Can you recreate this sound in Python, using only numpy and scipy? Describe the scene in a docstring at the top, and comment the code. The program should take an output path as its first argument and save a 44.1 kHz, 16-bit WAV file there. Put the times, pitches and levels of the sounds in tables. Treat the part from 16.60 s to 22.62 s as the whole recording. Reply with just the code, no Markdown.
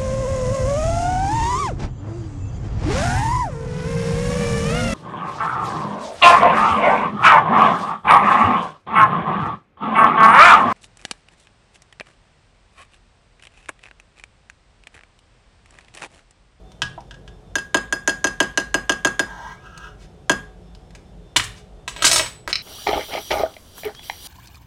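"""Spoon and milk jar, kitchen counter

Close at the microphone a metal spoon dips into a glass jar of milk, is tapped on the rim, then wiped along it.
Each tap clicks, rings as dying sines, and sends a falling thud through the counter top as bending waves;
softer rebounds follow. Further back the spoon is put down, metalware is dragged rattling over the counter,
and a plastic bottle knocks and snaps: shaped bursts of micro-contacts with resonances.
Behind all this lie steady room rumble and a wavering refrigerator hum, both made of filtered noise and sines."""
import sys
import numpy as np
from scipy import signal
from scipy.fft import rfft, irfft
from scipy.io import wavfile
from scipy.ndimage import uniform_filter1d, minimum_filter1d

SR = 44100
rng = np.random.default_rng(int(sys.argv[2]) if len(sys.argv) > 2 else 0)


def master_out(mix):
    """Clip the mix to full scale and print it as 16-bit PCM to the path in sys.argv[1]."""
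    frames = np.transpose(np.atleast_2d(mix))
    ceiling = np.clip(frames, -1, 1)
    pcm = np.round(ceiling * 32767).astype(np.int16)
    wavfile.write(sys.argv[1], SR, pcm)


N = 265584
TIME = np.arange(N) / SR  # s

# Levels in the tables are relative; each source sets its own mix level.
# taps on the rim: (t/s, strength/dB, scuff re strength/dB, rebound delay/s, rebound re tap/dB)
TAPS = [(.9552, -5, -3.5, 0.028, -10.5), (1.1447, 1, -1.5, .025, -10.5), (1.3255, -4.5, -29, 0.009, -22),
        (1.476, -1, -1, 0.018, -5.5), (1.6431, -0.5, -1, .0267, -8), (1.803, 1, -3, 0.024, -12.5),
        (1.975, -1.5, 6, 0.024, -14.5), (2.143, -0.5, 2, 0.04, -45.5), (2.295, -0.5, 3.5, 0.025, -10),
        (2.4486, 0.5, 0, 0.022, -7.5), (2.5944, -1.5, -1.5, .018, -25), (3.696, 1, 1.5, 0.02, -8.5)]
# spectrum of the tap's click: (f/Hz, level/dB)
CLICK = [(300, -30.5), (900, 10), (1400, 12), (1850, 6), (2450, -17.5), (2850, 9.5), (3350, 15), (4000, -8),
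         (5300, 1), (6300, 13.5), (7300, 7.5), (8200, -7), (10900, -6.5), (12500, -18.5), (14000, -44),
         (16000, -46), (18000, -73.5)]
# scuff of metal on glass: (f/Hz, level/dB)
TAP_EDGE = [(2300, -33.5), (2850, 13.5), (3350, 12), (4000, 3.5), (5200, -8), (6500, -16), (10000, -49),
            (16000, -81.5)]
# thud of the counter top: (f/Hz, level/dB)
THUD = [(50, -48.5), (110, -10), (190, -2), (320, 0.5), (480, 2), (680, -2), (1100, 0.5), (1450, 0),
        (2400, -0.5)]
# low bump of the counter: (f/Hz, level/dB)
BUMP = [(45, -16), (80, -4.5), (120, 10.5), (175, -0.5), (260, -12), (900, -8)]
# paths through the counter top, straight and by way of its edges: (relative length, gain)
SLAB_PATHS = [(1, 1), (1.496, -0.13), (2.199, 0.22), (3.101, -0.21)]
# lower clear note of spoon and jar: (f/Hz, level/dB, t60/s)
MAIN_NOTE = [(1622, -10, .08), (1634, 0, .125), (1690, -18, .07)]
# higher clear note of spoon and jar: (f/Hz, level/dB, t60/s)
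HIGH_NOTE = [(5015, 0, .25), (13095, -14, .14)]
# short overtones of spoon and jar: (f/Hz, level/dB, t60/s)
OVERTONES = [(1016, 3, 0.051), (2666, 2.5, 0.1), (3400, -32, 0.023), (4347, 3.5, 0.046), (6590, 3, 0.046),
             (6760, 0, .045), (7010, 0, 0.029), (7460, 0, 0.046), (8730, 1.5, .06), (9150, -8, .08),
             (10370, -5.5, .06)]
# the whole jar is jolted against the counter: (t/s, level/dB, bump f/Hz)
JOLTS = [(.2197, -1, 120), (3.696, -3, 169)]
# the dipping spoon knocks inside the jar's neck: (t/s, level/dB)
DIPS = [(.2197, -7), (0.5103, -30), (.543, -36.5), (0.6782, -33.5)]
# spectrum of those knocks: (f/Hz, level/dB)
DIP_COLOUR = [(300, -41), (900, 3.5), (1300, 3), (1680, 15), (2200, -7), (2700, 8), (3250, 9.5),
              (4000, -0.5), (6300, -2.5), (9000, -13.5), (12000, -33), (16000, -34)]
# ring of the held spoon: (f/Hz, level/dB, t60/s)
DIP_MODES = [(1657, -4, 0.14), (2710, -10, .1), (2790, -11, .2), (3350, -10, 0.094), (5044, -8, .12)]
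# pressure of the spoon sliding on the rim: (t/s, level/dB)
WIPE = [(2.66, -47.5), (2.72, -41), (2.92, -39), (3.0, -56.5), (3.06, -46), (3.11, -52), (3.26, -40),
        (3.35, -61.5)]
# contact resonance of the slide: (t/s, f/Hz)
WIPE_PITCH = [(2.66, 880), (2.81, 844), (2.96, 1053), (3.04, 1370), (3.3, 1406)]
# hiss of the slide: (f/Hz, level/dB)
WIPE_HISS = [(400, -71.5), (900, 13), (1700, 13), (2400, -10.5), (3000, 6), (3800, -6.5), (4700, -10.5),
             (6000, 0.5), (7500, -14.5), (10000, -18), (15000, -41)]
# the sliding spoon catches and lets go: (t/s, level/dB)
CATCHES = [(3.177, -10)]
# milk plops: (t/s, level/dB, f/Hz)
PLOPS = [(.378, -26, 746), (.381, -29, 916), (.387, -32, 800)]
# what the jar throws into the room: (f/Hz, level/dB)
JAR_SPREAD = [(300, 4), (1000, 1.5), (1900, 1), (2900, -5), (4200, 0), (6500, -3), (9000, 2), (13000, -0.5),
              (16000, -22)]
# the spoon lands on the counter and bounces: (t/s, level/dB, treble level/dB)
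LANDING = [(4.7612, -6.5, -22), (4.7638, -2.5, -10), (4.797, -12.5, -29), (4.839, -28, -26.5)]
# body of the landing: (f/Hz, level/dB)
LANDING_BODY = [(150, -15), (600, -12), (870, -4), (1150, 1), (1700, 1), (2250, -3.5), (3000, -3),
                (4100, -7), (6000, -39), (12000, -60)]
# bright edge of the landing: (f/Hz, level/dB)
LANDING_EDGE = [(1500, -21), (2800, -7.5), (4100, 0.5), (5500, -1.5), (7200, 0.5), (9000, -3), (11000, -13),
                (15500, -29)]
# the dragged metal jumps and knocks: (t/s, level/dB, treble level/dB, free ring level/dB)
KNOCKS = [(5.278, -14.5, -25.5, -33), (5.363, -21.5, -35, -56), (5.4222, -9, -14.5, -32),
          (5.4435, -3, -15, -22), (5.447, -3, -3.5, -15), (5.466, -5.5, -5.5, -6), (5.514, -6, -9.5, -6),
          (5.530, -10.5, -12, -1), (5.56, -8.5, -10.5, -27), (5.58, -14.5, -12, -38),
          (5.595, -8.5, -29, -18), (5.661, -21.5, -29.5, -42)]
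# body of the knocks: (f/Hz, level/dB)
KNOCK_BODY = [(120, -17.5), (250, -16), (700, -4.5), (1100, -1.5), (1750, -4), (2300, -2.5), (3000, -1.5),
              (4000, -5.5), (5000, -51), (7000, -33), (12000, -69)]
# bright edge of the knocks: (f/Hz, level/dB)
KNOCK_EDGE = [(2500, -20), (4000, 4.5), (5500, 2), (7200, 2.5), (9000, -2), (11000, -11.5), (15500, -27)]
# force of the drag over the counter: (t/s, level/dB)
DRAG = [(5.3, -52), (5.415, -26), (5.445, -24), (5.61, -22.5), (5.69, -37.5)]
# spectrum of the drag: (f/Hz, level/dB)
DRAG_COLOUR = [(60, -17), (110, 21), (200, -18), (450, 9), (1200, -1), (2000, 2), (3000, 3), (4100, -7.5),
               (5600, -7.5), (7300, -19.5), (9500, -34), (11400, -24), (12400, -24), (13500, -24),
               (16000, -29)]
# jingle of the jumping metal: (f/Hz, level/dB, t60/s)
METAL = [(3097, -9, .25), (3697, -6, .28), (4080, -5, .22), (5372, 2, .25), (6428, -7, .2), (6465, -4, .25),
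         (8608, -3, .2), (8797, -3, .22), (9080, -2, .25), (9250, -6, .25), (9573, -3, .22),
         (12070, -14, .18), (12805, -9, .2), (13837, -15, .22)]
# note the metal sings when dragged or touched: (f/Hz, level/dB, t60/s)
METAL_NOTE = [(7936, 0, .3), (7975, -9, .15), (4064, -11, .15)]
# the bottle is set down: (t/s, level/dB)
BOTTLE = [(5.877, -17)]
# hollow knock of the bottle: (f/Hz, level/dB)
BOTTLE_COLOUR = [(100, -14), (500, -11.5), (1100, 1.5), (2000, 0), (3000, -16), (4300, -10), (7000, -20),
                 (15000, -30)]
# plastic snaps: (t/s, level/dB)
SNAPS = [(5.9294, -10), (5.956, -12.5)]
# resonances of the stiff plastic: (f/Hz, level/dB)
PLASTIC = [(500, -21), (1200, -8.5), (2500, -0.5), (3300, -8.5), (3700, -4.5), (4020, 9.5), (4400, -2),
           (4950, -3), (5250, 3.5), (5700, -3.5), (6200, -15), (9000, -21.5), (15000, -42)]
# light ticks of handling: (t/s, level/dB)
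TICKS = [(.119, -40), (.406, -44), (4.15, -40), (4.307, -44), (4.351, -35), (4.993, -56.5)]
# fingers and bottle brush over surfaces: (t/s, length/s, level/dB)
BRUSHES = [(0.08, 0.042, -69), (3.365, 0.12, -55.5), (4.344, 0.025, -49.5), (4.935, 0.092, -51),
           (5.877, 0.046, -32.5)]
# spectrum of ticks, brushing and the catch's scratch: (f/Hz, level/dB)
BRUSH_COLOUR = [(300, 0.5), (1000, 4), (2200, 6), (3500, 2.5), (5000, 4), (9000, -3.5), (12000, -19.5),
                (16000, -28.5)]
# early reflections from counter, wall and cupboards: (delay/s, gain)
ECHOES = [(.0012, 0.083), (.0031, 0.7), (.0062, 0.37), (.0098, .14), (0.0137, 0.16)]
# decay of the kitchen: (f/Hz, t60/s)
ROOM_T60 = [(120, 0.37), (400, 0.2), (1200, 0.35), (3000, 0.36), (7000, 0.29), (14000, 0.34)]
# spectrum of the room rumble: (f/Hz, level/dB)
FLOOR = [(20, -38.5), (32, -14), (50, -3.5), (80, -10), (160, -10), (250, -21.5), (420, -20), (700, -23),
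         (1000, -31), (2200, -41), (3300, -39.5), (4500, -45), (8600, -49), (12000, -61), (16000, -79)]
# refrigerator hum: (f/Hz, level/dB)
HUM = [(48.4, -52.5), (180, -59.5), (360.7, -69), (425, -63.5), (651, -73.5), (750, -66), (3558, -74.5),
       (5313, -82)]

THUD_GROWTH, RING_GROWTH = 1.76, 0.43  # dB per dB of strength: a harder tap adds much thud, little ring
REBOUND_HZ = 7500  # low-pass: the softer second contact is duller
CATCH_DB, CATCH_HISS_DB = 15, -9  # the jerk in the contact resonance and its scratch
SING_DB, TOUCH_DB = -35, -20  # how strongly drag and knocks sound the metal's note
EDGE_HZ = 16100  # upper band limit


def taps(click_db=4, chatter_db=0, edge_db=1, thud_db=9, bump_db=-23, rebound_click_db=6, rebound_thud_db=-5):
    """Each blow clicks, chatters briefly, and pushes the jar into the counter; rebounds are softer and duller."""
    hits, rebounds = tap_blows()
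    pushes, _ = tap_blows(THUD_GROWTH)
    s, strength, scuff, _, _ = np.transpose(TAPS)
    fallback = signal.lfilter(*signal.butter(2, REBOUND_HZ, fs=SR), scuffs(rebounds, t60=0.011))

    contact = amp(click_db) * hits + amp(rebound_click_db) * fallback
    contact += amp(chatter_db) * scuffs(hits, t60=0.0084)
    edge = scuffs(blows(s, strength + scuff + edge_db), t60=0.0053)
    out = through(contact, colour(CLICK)) + through(edge, colour(TAP_EDGE))

    out += through(amp(bump_db) * pushes, counter(BUMP))
    thuds = amp(thud_db) * pushes + amp(rebound_thud_db) * rebounds
    return out + through(thuds, counter(THUD))


def chime(main_db=-12, high_db=-30, overtone_db=-29, rebound_main_db=-11, rebound_overtone_db=-25):
    """Spoon and jar ring on after each tap; the rebound falls in step with the main note and renews it."""
    hits, rebounds = tap_blows(RING_GROWTH, period=1 / MAIN_NOTE[1][0])
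    out = through(amp(main_db) * hits + amp(rebound_main_db) * rebounds, ring(MAIN_NOTE))
    out += amp(high_db) * through(hits + .5 * rebounds, ring(HIGH_NOTE))
    overtones = amp(overtone_db) * hits + amp(rebound_overtone_db) * rebounds
    return out + through(overtones, ring(OVERTONES))


def tap_blows(growth=1, period=1 / SR):
    """Impulses of taps and rebounds, spaced by whole periods; growth is dB of response per dB of strength."""
    s, strength, _, delay, softer = np.transpose(TAPS)
    rebound_s = s + period * np.round(delay / period)
    return blows(s, growth * strength), blows(rebound_s, growth * strength + softer)


def jolts():
    """The jar pushes the counter: its low bump, moved to the pitch of each jolt."""
    out = np.zeros(N)
    for s, db, hz in JOLTS:
        moved = [(f * hz / BUMP[2][0], level) for f, level in BUMP]
        add(out, s, amp(db) * counter(moved))
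    return out


def dips(click_db=13, chatter_db=9, ring_db=-17):
    """Held against the glass, the spoon gives a dry knock with little ring."""
    hits = blows(*np.transpose(DIPS))
    contact = amp(click_db) * hits + amp(chatter_db) * scuffs(hits, t60=0.08)
    return through(contact, colour(DIP_COLOUR)) + amp(ring_db) * through(hits, ring(DIP_MODES))


def wipe(contact_db=-2, overtone_db=-11, ring_db=-8, hiss_db=-7, width_hz=220):
    """Tiny slips excite a resonance that mostly rises as the contact point moves along the spoon."""
    slips = rng.choice([-1., 1.], N) * (rng.random(N) < 2500 / SR)  # about 2500 per second
    pitch = np.interp(TIME, *np.transpose(WIPE_PITCH))
    contact = resonate(resonate(slips, pitch, width_hz), pitch, width_hz)
    slide = amp(contact_db) * evened(contact)
    slide += amp(overtone_db) * evened(resonate(slips, pitch * 2, 113.33))
    slide += amp(ring_db) * evened(through(slips, ring(MAIN_NOTE)))
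    slide += amp(hiss_db) * evened(through(slips, colour(WIPE_HISS)))
    slide *= amp(np.interp(TIME, *np.transpose(WIPE), left=-120, right=-120))

    catches = scuffs(blows(*np.transpose(CATCHES)), t60=.008)
    jerks = amp(CATCH_DB) * resonate(catches, pitch, width_hz)
    jerks += amp(CATCH_HISS_DB) * through(catches, colour(BRUSH_COLOUR))
    return jerks + slide


def plops(t60=0.036):
    """Small air pockets ring as the spoon meets the milk."""
    out = np.zeros(N)
    for s, db, hz in PLOPS:
        add(out, s, ring([(hz, db, t60)]))
    return out


def landing():
    """The spoon is dropped on the counter and bounces as a few chattering knocks."""
    return clatter(LANDING, LANDING_BODY, LANDING_EDGE,
                   body_db=15, edge_db=20, thump_db=5.5, body_t60=0.02, edge_t60=0.068)


def metalware(drag_db=-8, jingle_db=-21):
    """Chattering knocks and a gritty drag over the counter set the metal ringing."""
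    grit = evened(rng.standard_normal(N) * (rng.random(N) < 700 / SR))  # about 700 grains per second
    grit *= amp(np.interp(TIME, *np.transpose(DRAG), left=-120, right=-120))
    out = clatter(KNOCKS, KNOCK_BODY, KNOCK_EDGE,
                  body_db=14.5, edge_db=19.5, thump_db=-1, body_t60=0.021, edge_t60=0.1)
    out += amp(drag_db) * through(grit, colour(DRAG_COLOUR))
    s, _, _, jingle = np.transpose(KNOCKS)
    out += through(blows(s, jingle + jingle_db), ring(METAL))
    touches = blows(s, .5 * jingle + TOUCH_DB)  # the piece sings even at a light touch
    return out + through(amp(SING_DB) * grit + touches, ring(METAL_NOTE))


def clatter(knocks, body_colour, edge_colour, body_db, edge_db, thump_db, body_t60, edge_t60):
    """Metal on the counter: each knock is a chattering body, a longer bright edge and a low thump."""
    body, edge = np.zeros(N), np.zeros(N)
    for s, db, treble, *_ in knocks:
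        add(body, s, amp(db + body_db) * chatter(body_t60))
        add(edge, s, amp(treble + edge_db) * chatter(edge_t60))
    s, db = np.transpose(knocks)[:2]
    thumps = through(blows(s, db + thump_db), counter(BUMP))
    return through(body, colour(body_colour)) + through(edge, colour(edge_colour)) + thumps


def bottle(knock_db=17, thump_db=10, snap_db=15, rattle_db=12):
    """A hollow knock thumps the counter, then stiff plastic snaps twice with a rattle."""
    knock, snaps = blows(*np.transpose(BOTTLE)), blows(*np.transpose(SNAPS))
    out = amp(knock_db) * through(knock, colour(BOTTLE_COLOUR))
    thump = counter([(50, -9), (115, -4), (220, 1), (520, 23), (1200, -24)])  # (f/Hz, level/dB)
    out += amp(thump_db) * through(knock, thump)
    clicks = amp(snap_db) * snaps + amp(rattle_db) * through(snaps, chatter(0.0098))
    return out + through(clicks, colour(PLASTIC))


def handling(tick_db=14):
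    """Faint ticks are micro-contact bursts; soft brushing is noise that swells and fades."""
    out = np.zeros(N)
    for s, db in TICKS:
        add(out, s, amp(db + tick_db) * chatter(0.0048))
    for s, length, db in BRUSHES:
        window = np.hanning(round(length * SR))
        add(out, s, amp(db) * window * rng.standard_normal(len(window)))
    return through(out, colour(BRUSH_COLOUR))


def kitchen(x):
    """Diffuse tail of the room: sparse reflections, each band dying at its own speed."""
    t = TIME[:SR]
    reflections = rng.choice([-1., 1.], SR) * (rng.random(SR) < 5000 / SR) * (t > .006)
    hz, frame_s, z = signal.stft(reflections, SR, nperseg=256)
    decay = amp(-60 * frame_s / read(ROOM_T60, hz)[:, None])
    tail = signal.istft(z * decay, SR, nperseg=256)[1]
    return through(x, tail / np.linalg.norm(tail))


def background(rumble_db=-46, waver=0.95):
    """Steady room rumble is shaped noise; the refrigerator hum is sines wavering slowly in level and phase."""
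    hz = np.fft.rfftfreq(N, 1 / SR)
    rumble = irfft(rfft(rng.standard_normal(N)) * amp(read(FLOOR, hz)), N)
    out = amp(rumble_db) * evened(rumble)
    for f, db in HUM:
        drift = evened(irfft(rfft(rng.standard_normal(N)) * (hz < 6), N))  # slower than 6 Hz
        tone = np.sin(2 * np.pi * f * TIME + drift)
        out += np.sqrt(2) * amp(db) * (1 + waver * drift) * tone
    return out


def counter(points, lag=.0056, coincidence_hz=2100, size=8192):
    """Bending waves: low notes cross the counter top slower, so a blow arrives as overlapping falling chirps."""
    hz = np.fft.rfftfreq(size, 1 / SR)
    travel = lag * np.maximum(np.sqrt(coincidence_hz / np.maximum(hz, 40)), 1)  # s
    waves = 0
    for length, gain in SLAB_PATHS:
        delay = length * travel - lag * SLAB_PATHS[0][0] + 0.000535  # s, less the straight path's shortest lag
        waves = waves + gain * np.exp(-2j * np.pi * np.cumsum(delay) * SR / size)  # delay summed to phase
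    shape = amp(read(points, hz)) / (1 + (hz / points[-1][0]) ** 2) ** 2  # the slab carries no treble
    h = irfft(shape * waves)[:size // 2] * signal.windows.tukey(size // 2, .01)
    return h / np.linalg.norm(h)


def ring(modes, rise_s=0.00017):
    """Sum of dying sines with a soft start."""
    t = TIME[:SR]
    tones = sum(amp(db - 60 * t / t60) * np.sin(2 * np.pi * hz * t) for hz, db, t60 in modes)
    return (1 - np.exp(-t / rise_s)) * tones


def chatter(t60):
    """A short dying burst of micro-contacts, energy 1."""
    t = TIME[:SR // 8]
    burst = rng.standard_normal(len(t)) * amp(-60 * t / t60)
    return burst / np.linalg.norm(burst)


def scuffs(hits, t60):
    """Turns every impulse into its own burst of micro-contacts."""
    out = np.zeros(N)
    for at in np.flatnonzero(hits):
        add(out, at / SR, hits[at] * chatter(t60))
    return out


def resonate(x, hz, width):
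    """A resonance that follows the curve hz: shift down to 0 Hz, low-pass, shift back."""
    turn = np.exp(2j * np.pi * np.cumsum(hz) / SR)
    r = np.exp(-np.pi * width / SR)
    return (turn * signal.lfilter([1 - r], [1, -r], x / turn + 1e-18)).real


def colour(points, size=4096):
    """Causal (minimum-phase) impulse response of a spectrum, energy 1."""
    log_gain = np.log(amp(read(points, abs(np.fft.fftfreq(size, 1 / SR)))))
    h = np.fft.ifft(np.exp(np.conj(signal.hilbert(log_gain)))).real[:size // 2]
    return h / np.linalg.norm(h)


def through(x, response):
    """Passes a sound through an impulse response."""
    return signal.oaconvolve(x, response)[:N]


def blows(times, db):
    """One impulse for each blow."""
    out = np.zeros(N)
    np.add.at(out, np.round(np.asarray(times) * SR).astype(int), amp(db))
    return out


def add(mix, s, sound):
    """Mixes a sound in at time s."""
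    part = mix[round(s * SR):][:len(sound)]
    part += sound[:len(part)]


def read(points, hz):
    """Reads a curve of (f/Hz, value) on a log-frequency axis."""
    f, value = np.transpose(points)
    return np.interp(np.log(hz + 1), np.log(f), value)


def evened(x):
    """Scales to rms 1."""
    return x / np.sqrt(np.mean(x ** 2) + 1e-20)


def amp(db):
    """Amplitude of a level in dB."""
    return 10 ** (np.asarray(db) / 20)


def scene(notes_wet_db=-13, jar_wet_db=-10, far_wet_db=-6):
    """The jar stands close and rings straight at the microphone; the other things lie further back."""
    notes = chime()
    jar = taps() + jolts() + dips() + wipe() + plops()
    far = landing() + metalware() + bottle() + handling()
    direct = jar + far
    out = direct + notes
    for s, gain in ECHOES:
        add(out, s, gain * direct)
    send = amp(notes_wet_db) * notes + amp(far_wet_db) * far
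    send += amp(jar_wet_db) * through(jar, colour(JAR_SPREAD))
    return (out + kitchen(send) + background())[None]


def record(dry):
    """A fast limiter turns down the peaks above 0.92 of full scale; then the band limit."""
    allowed = .92 / np.maximum(abs(dry), .92)
    gain = uniform_filter1d(minimum_filter1d(allowed, size=133), size=133)  # 133 samples: 3 ms
    band = signal.firwin(401, EDGE_HZ, window=("kaiser", 9), fs=SR)
    return signal.oaconvolve(dry * gain, band[None], "same")


dry = scene()
out = record(dry)
master_out(out)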